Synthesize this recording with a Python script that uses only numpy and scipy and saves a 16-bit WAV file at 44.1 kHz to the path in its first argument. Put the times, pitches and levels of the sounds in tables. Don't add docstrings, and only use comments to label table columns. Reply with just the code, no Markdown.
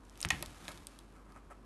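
import sys
import numpy as np
from scipy import signal
from scipy.fft import rfft, irfft
from scipy.io import wavfile

SR = 44100
rng = np.random.default_rng(int(sys.argv[2]) if len(sys.argv) > 2 else 0)


def to_wav(s):
    ch = np.atleast_2d(s).T
    pcm = np.round(np.clip(ch, -1, 1) * 32767)
    wavfile.write(sys.argv[1], SR, pcm.astype(np.int16))


N = 72765

# frequency in Hz, relative level in dB.
AIR = [(25, -3.5), (45, -9.5), (86, -2), (150, -5.5), (230, -2), (320, -5), (450, -10), (776, -15),
       (1150, -12), (1770, -23), (3380, -35), (12000, -44.5)]
# time in seconds, level in dB.
SCRATCH = [(0, -73.5), (0.152, -65.5), (.212, -59.5), (.236, -50), (.275, -69), (.33, -52.5), (.45, -56.5),
           (.53, -59), (.6, -57.5), (0.692, -54.5), (.75, -58), (.84, -64.5), (0.931, -63), (1.06, -69),
           (1.25, -73.5), (1.65, -74)]
# frequency in Hz, gain in dB.
SCRATCH_COLOUR = [(150, -9), (700, 6), (2300, 3), (5000, -2.5), (9000, -4), (13000, -7)]
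# start in seconds, snap level in dB, ring pitch in Hz,
# ring level in dB over the snap, crunch t60 in seconds.
CLICKS = [(0.0514, -38.5, 6200, -40, 0.023), (0.097, -35, 5590, 11, 0.0025), (0.1565, -45.5, 3000, 27, .01),
          (.176, -34, 6570, 2, 0.0044), (.205, -20.5, 2400, 9.5, 0.0041), (0.2091, -30, 7300, 6, 0.0044),
          (0.2149, -22.5, 8960, 25, 0.0053), (0.2285, -9.5, 5150, 14.5, 0.005),
          (0.253, -18, 8800, 11, 0.019), (.288, -18, 5800, 8, 0.015), (.3046, -10, 6560, 17.5, 0.021),
          (.32, -27, 4500, 15, .008), (0.4257, -12.5, 10900, 10, 0.013), (0.4606, -24, 3920, 10, 0.011),
          (0.654, -42.5, 3600, 28.5, 0.0081), (.681, -22.5, 3920, 18.5, 0.018),
          (0.6868, -22, 8600, -5, 0.047), (0.718, -25.5, 3450, 10, 0.023), (0.7757, -33.5, 3740, 19, 0.013),
          (.87, -25, 8700, 20.5, 0.012), (0.8712, -46, 3560, 33, 0.006),
          (0.9894, -27.5, 8500, 10.5, 0.0048), (0.9912, -40, 3440, 23.5, .005),
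          (1.322, -40.5, 4600, 12.5, 0.011)]
# frequency in Hz, gain in dB.
CLICK_COLOUR = [(100, -36), (1200, -23.5), (2800, -6), (6000, -4.5), (11000, -5.5), (14000, -6)]
# start in seconds, bark level in dB, table level in dB,
# ring length as a share of the free ring, bark pitch ratio, place across the table from 0 to 1.
KNOCKS = [(0.2494, -5.5, -5.5, 0.079, 0.92, 0.04), (0.3042, 4, -8, 0.38, 1.067, 0.04),
          (0.3062, 19, 5, 1, 0.99, 0.2), (0.3088, 5, 4, 0.45, 0.97, 0.18),
          (0.4273, -6, -1.5, 0.54, 1.007, 0.46), (0.6817, -8.5, -13, 0.25, 0.93, 0.52),
          (.6875, -10.5, -3, 0.83, 0.85, 0.45)]
# frequency in Hz, peak in dB, t60 in seconds.
BARK_MODES = [(846, -4.5, 0.087), (1137, -9.5, 0.039), (1904, 6, 0.058), (2160, -1.5, 0.071),
              (2486, 1.5, 0.029), (2880, -11.5, 0.044), (3300, -14, 0.051), (3340, -32, 0.039)]
# frequency in Hz, peak in dB, t60 in seconds.
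TOP_MODES = [(608, 8, 0.05), (761, -1.5, 0.067), (1051, 1, 0.12), (1282, 6.5, 0.092)]
# frequency in Hz, gain in dB.
KNOCK_COLOUR = [(100, -5), (450, -12), (700, -1.5), (3200, -0.5), (5000, -4.5), (12000, -3)]
# start in seconds, level in dB, push length in seconds.
THUDS = [(.252, 14.5, 0.0075), (0.2543, 2, 0.0026), (.327, 10, 0.0052), (0.336, -2, 0.0024),
         (.409, -3, 0.002), (0.469, 1, 0.0069), (0.626, -3.5, 0.0036), (.683, -3.5, 0.0031),
         (.738, -6, 0.0028), (0.808, -0.5, 0.0079), (1.361, -8.5, 0.0045)]
# frequency in Hz, peak in dB, t60 in seconds.
FRAME_MODES = [(63.4, -3, 0.042), (87, -6, 0.043), (131, -0.5, 0.24), (160.8, -1, 0.072),
               (196.6, -3.5, 0.061), (293, 8.5, 0.18), (346, 3, 0.057)]
# start in seconds, length in seconds, level in dB,
# place of the peak as a share of the length, gain of the table's ring in dB.
DRAGS = [(0.634, 0.035, -68, .42, 2), (0.684, 0.047, -57.5, .35, 0), (1.124, 0.1, -64.5, 0.5, 0),
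         (1.25, 0.095, -64.5, .55, -4), (1.338, 0.054, -57.5, .66, 1), (1.498, 0.041, -51, 0.33, 4.5)]
# frequency in Hz, gain in dB.
DRAG_COLOUR = [(100, -9), (450, -18.5), (750, -2.5), (1180, 1), (1600, -5), (2200, -9), (4000, -27),
               (9000, -20), (13000, -29)]
# frequency in Hz, t60 in seconds.
ROOM_T60 = [(100, 0.81), (300, 0.29), (800, 0.15), (2000, 0.2), (5000, 0.24), (12000, 0.038)]
# frequency in Hz, gain in dB.
ROOM_COLOUR = [(60, -16.5), (200, -2.5), (450, -5.5), (800, -8), (2200, -14.5), (5000, -18), (12000, -18)]

AIR_DB, HUM_HZ, HUM_DB, HUM_WAVER = -60, 48.7, -57.5, 0.12
GRAINS_PER_S, GRAIN_SPREAD_DB = 7000, 2.2
SHELL_T60_S, CRUNCH_DB = 0.0032, 4
GRIP_S = 0.0069
CHATTER_START_S, CHATTER_GAP_S, CHATTER_DB, CHATTER_T60_S = 0.3125, 0.0035, -11.5, 0.25
CHATTER_RING_SHARE, CHATTER_PITCH_SPREAD = 0.24, 0.13
LOW_CUT_HZ, EDGE_HZ, SKIRT_HZ, SKIRT_DB = 38.4, 12250, 14000, -25


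def amp(db):
    return 10 ** (np.asarray(db) / 20)


def unit(x):
    return x / np.sqrt(np.mean(x ** 2) + 1e-20)


def read(points, hz):
    f, value = np.transpose(points)
    return np.interp(np.log(hz + 1), np.log(f + 1), value)


def add(mix, start, sound):
    part = mix[max(round(start * SR), 0):][:len(sound)]
    part += sound[:len(part)]


def colour(x, points):
    log_gain = np.log(amp(read(points, abs(np.fft.fftfreq(8192, 1 / SR)))))
    response = np.exp(np.conj(signal.hilbert(log_gain)))
    taps = np.fft.ifft(response).real[:4096]
    return signal.fftconvolve(x, taps)[:len(x)]


def ring(modes, ring_share=1, size=SR // 2):
    t = np.arange(size) / SR
    out = np.zeros(size)
    for hz, db, t60 in modes:
        rate = np.log(1000) / (t60 * ring_share)
        out += amp(db) * 2 * rate / SR * np.exp(-rate * t) * np.cos(2 * np.pi * hz * t)
    out[0] /= 2
    return out


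def room_tone():
    t = np.arange(N) / SR
    waver = sum(np.exp(2j * np.pi * (hz * t + rng.random())) for hz in rng.uniform(-6, 3, size=20))
    waver /= np.sqrt(np.mean(abs(waver) ** 2))
    hum = (np.exp(2j * np.pi * HUM_HZ * t) * (1 + HUM_WAVER * waver)).real
    air_gain = amp(read(AIR, np.fft.rfftfreq(N, 1 / SR)))
    air = irfft(rfft(rng.standard_normal(N)) * air_gain, N)
    return amp(HUM_DB) * unit(hum) + amp(AIR_DB) * unit(air)


def friction():
    size = amp(GRAIN_SPREAD_DB * np.minimum(rng.exponential(1, N), 5))
    return unit(size * rng.standard_normal(N) * (rng.random(N) < GRAINS_PER_S / SR))


def claw_scratch():
    level_db = np.interp(np.arange(N) / SR, *np.transpose(SCRATCH))
    return unit(colour(friction(), SCRATCH_COLOUR)) * amp(level_db)


def shell_clicks():
    out, t = np.zeros(N), np.arange(SR // 2) / SR
    for start, db, hz, ring_db, crunch_t60 in CLICKS:
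        crunch = rng.standard_normal(len(t)) * amp(-60 * t / crunch_t60)
        shell = ring([(hz, ring_db, SHELL_T60_S)])
        click = amp(CRUNCH_DB) * crunch / np.linalg.norm(crunch) + shell
        click[0] += 1
        add(out, start, amp(db) * click)
    return colour(out, CLICK_COLOUR)


def bark_knocks():
    out, t = np.zeros(N), np.arange(SR // 2) / SR
    grip = np.exp(-(t / GRIP_S) ** 2)
    for start, bark_db, table_db, ring_share, pitch, place in KNOCKS:
        bark = grip * ring([(hz * pitch, db, t60) for hz, db, t60 in BARK_MODES], ring_share)
        table = sum(np.sin(np.pi * k * place) * ring([mode], ring_share)
                    for k, mode in enumerate(TOP_MODES, 1))
        add(out, start, amp(bark_db) * bark + amp(table_db) * table)
    return colour(out, KNOCK_COLOUR)


def table_thuds():
    out = np.zeros(N)
    for start, db, length in THUDS:
        push = np.hanning(int(length * SR) + 3)
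        add(out, start, amp(db) * signal.fftconvolve(ring(FRAME_MODES), push / push.sum()))
    return out


def bark_chatter():
    out = np.zeros(N)
    for k, (late, edge, force) in enumerate(rng.uniform(-0.89, 1, size=(28, 3))):
        delay = (k + late / 2) * CHATTER_GAP_S
        gain = amp(CHATTER_DB - 60 * delay / CHATTER_T60_S) * (1 + force / 2)
        modes = [(hz * (1 + CHATTER_PITCH_SPREAD * edge), db, t60) for hz, db, t60 in BARK_MODES]
        add(out, CHATTER_START_S + delay, gain * ring(modes, CHATTER_RING_SHARE, size=1500))
    return colour(out, KNOCK_COLOUR)


def leg_drags():
    out, t = np.zeros(N), np.arange(N) / SR
    slips = colour(friction(), DRAG_COLOUR)
    wood = signal.fftconvolve(slips, ring(TOP_MODES))[:N]
    for start, length, db, peak, ring_db in DRAGS:
        swell = np.sin(np.interp((t - start) / length, [0, peak, 1], [0, np.pi / 2, np.pi]))
        out += amp(db) * swell * unit(slips + amp(ring_db) * wood)
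    return out


def room_tail(x):
    hz, t, noise = signal.stft(rng.standard_normal(SR), SR, nperseg=256)
    decay = amp(-60 * t / read(ROOM_T60, hz)[:, None])
    tail = signal.istft(noise * decay, SR)[1]
    tail *= 1 - np.exp(-np.arange(len(tail)) / SR / 0.0006)
    return signal.fftconvolve(x, colour(tail / np.linalg.norm(tail), ROOM_COLOUR))[:N]


def scene():
    near = shell_clicks() + bark_knocks() + bark_chatter() + table_thuds() + leg_drags() + claw_scratch()
    return (near + room_tail(near) + room_tone())[None]


def record(dry):
    x = signal.sosfilt(signal.butter(2, LOW_CUT_HZ, "highpass", fs=SR, output="sos"), dry)
    edge, skirt = (signal.firwin(255, hz, window=("kaiser", 7), fs=SR) for hz in (EDGE_HZ, SKIRT_HZ))
    treble_cut = edge + amp(SKIRT_DB) * (skirt - edge)
    return signal.oaconvolve(x, treble_cut[None], "same")


dry = scene()
out = record(dry)
to_wav(out)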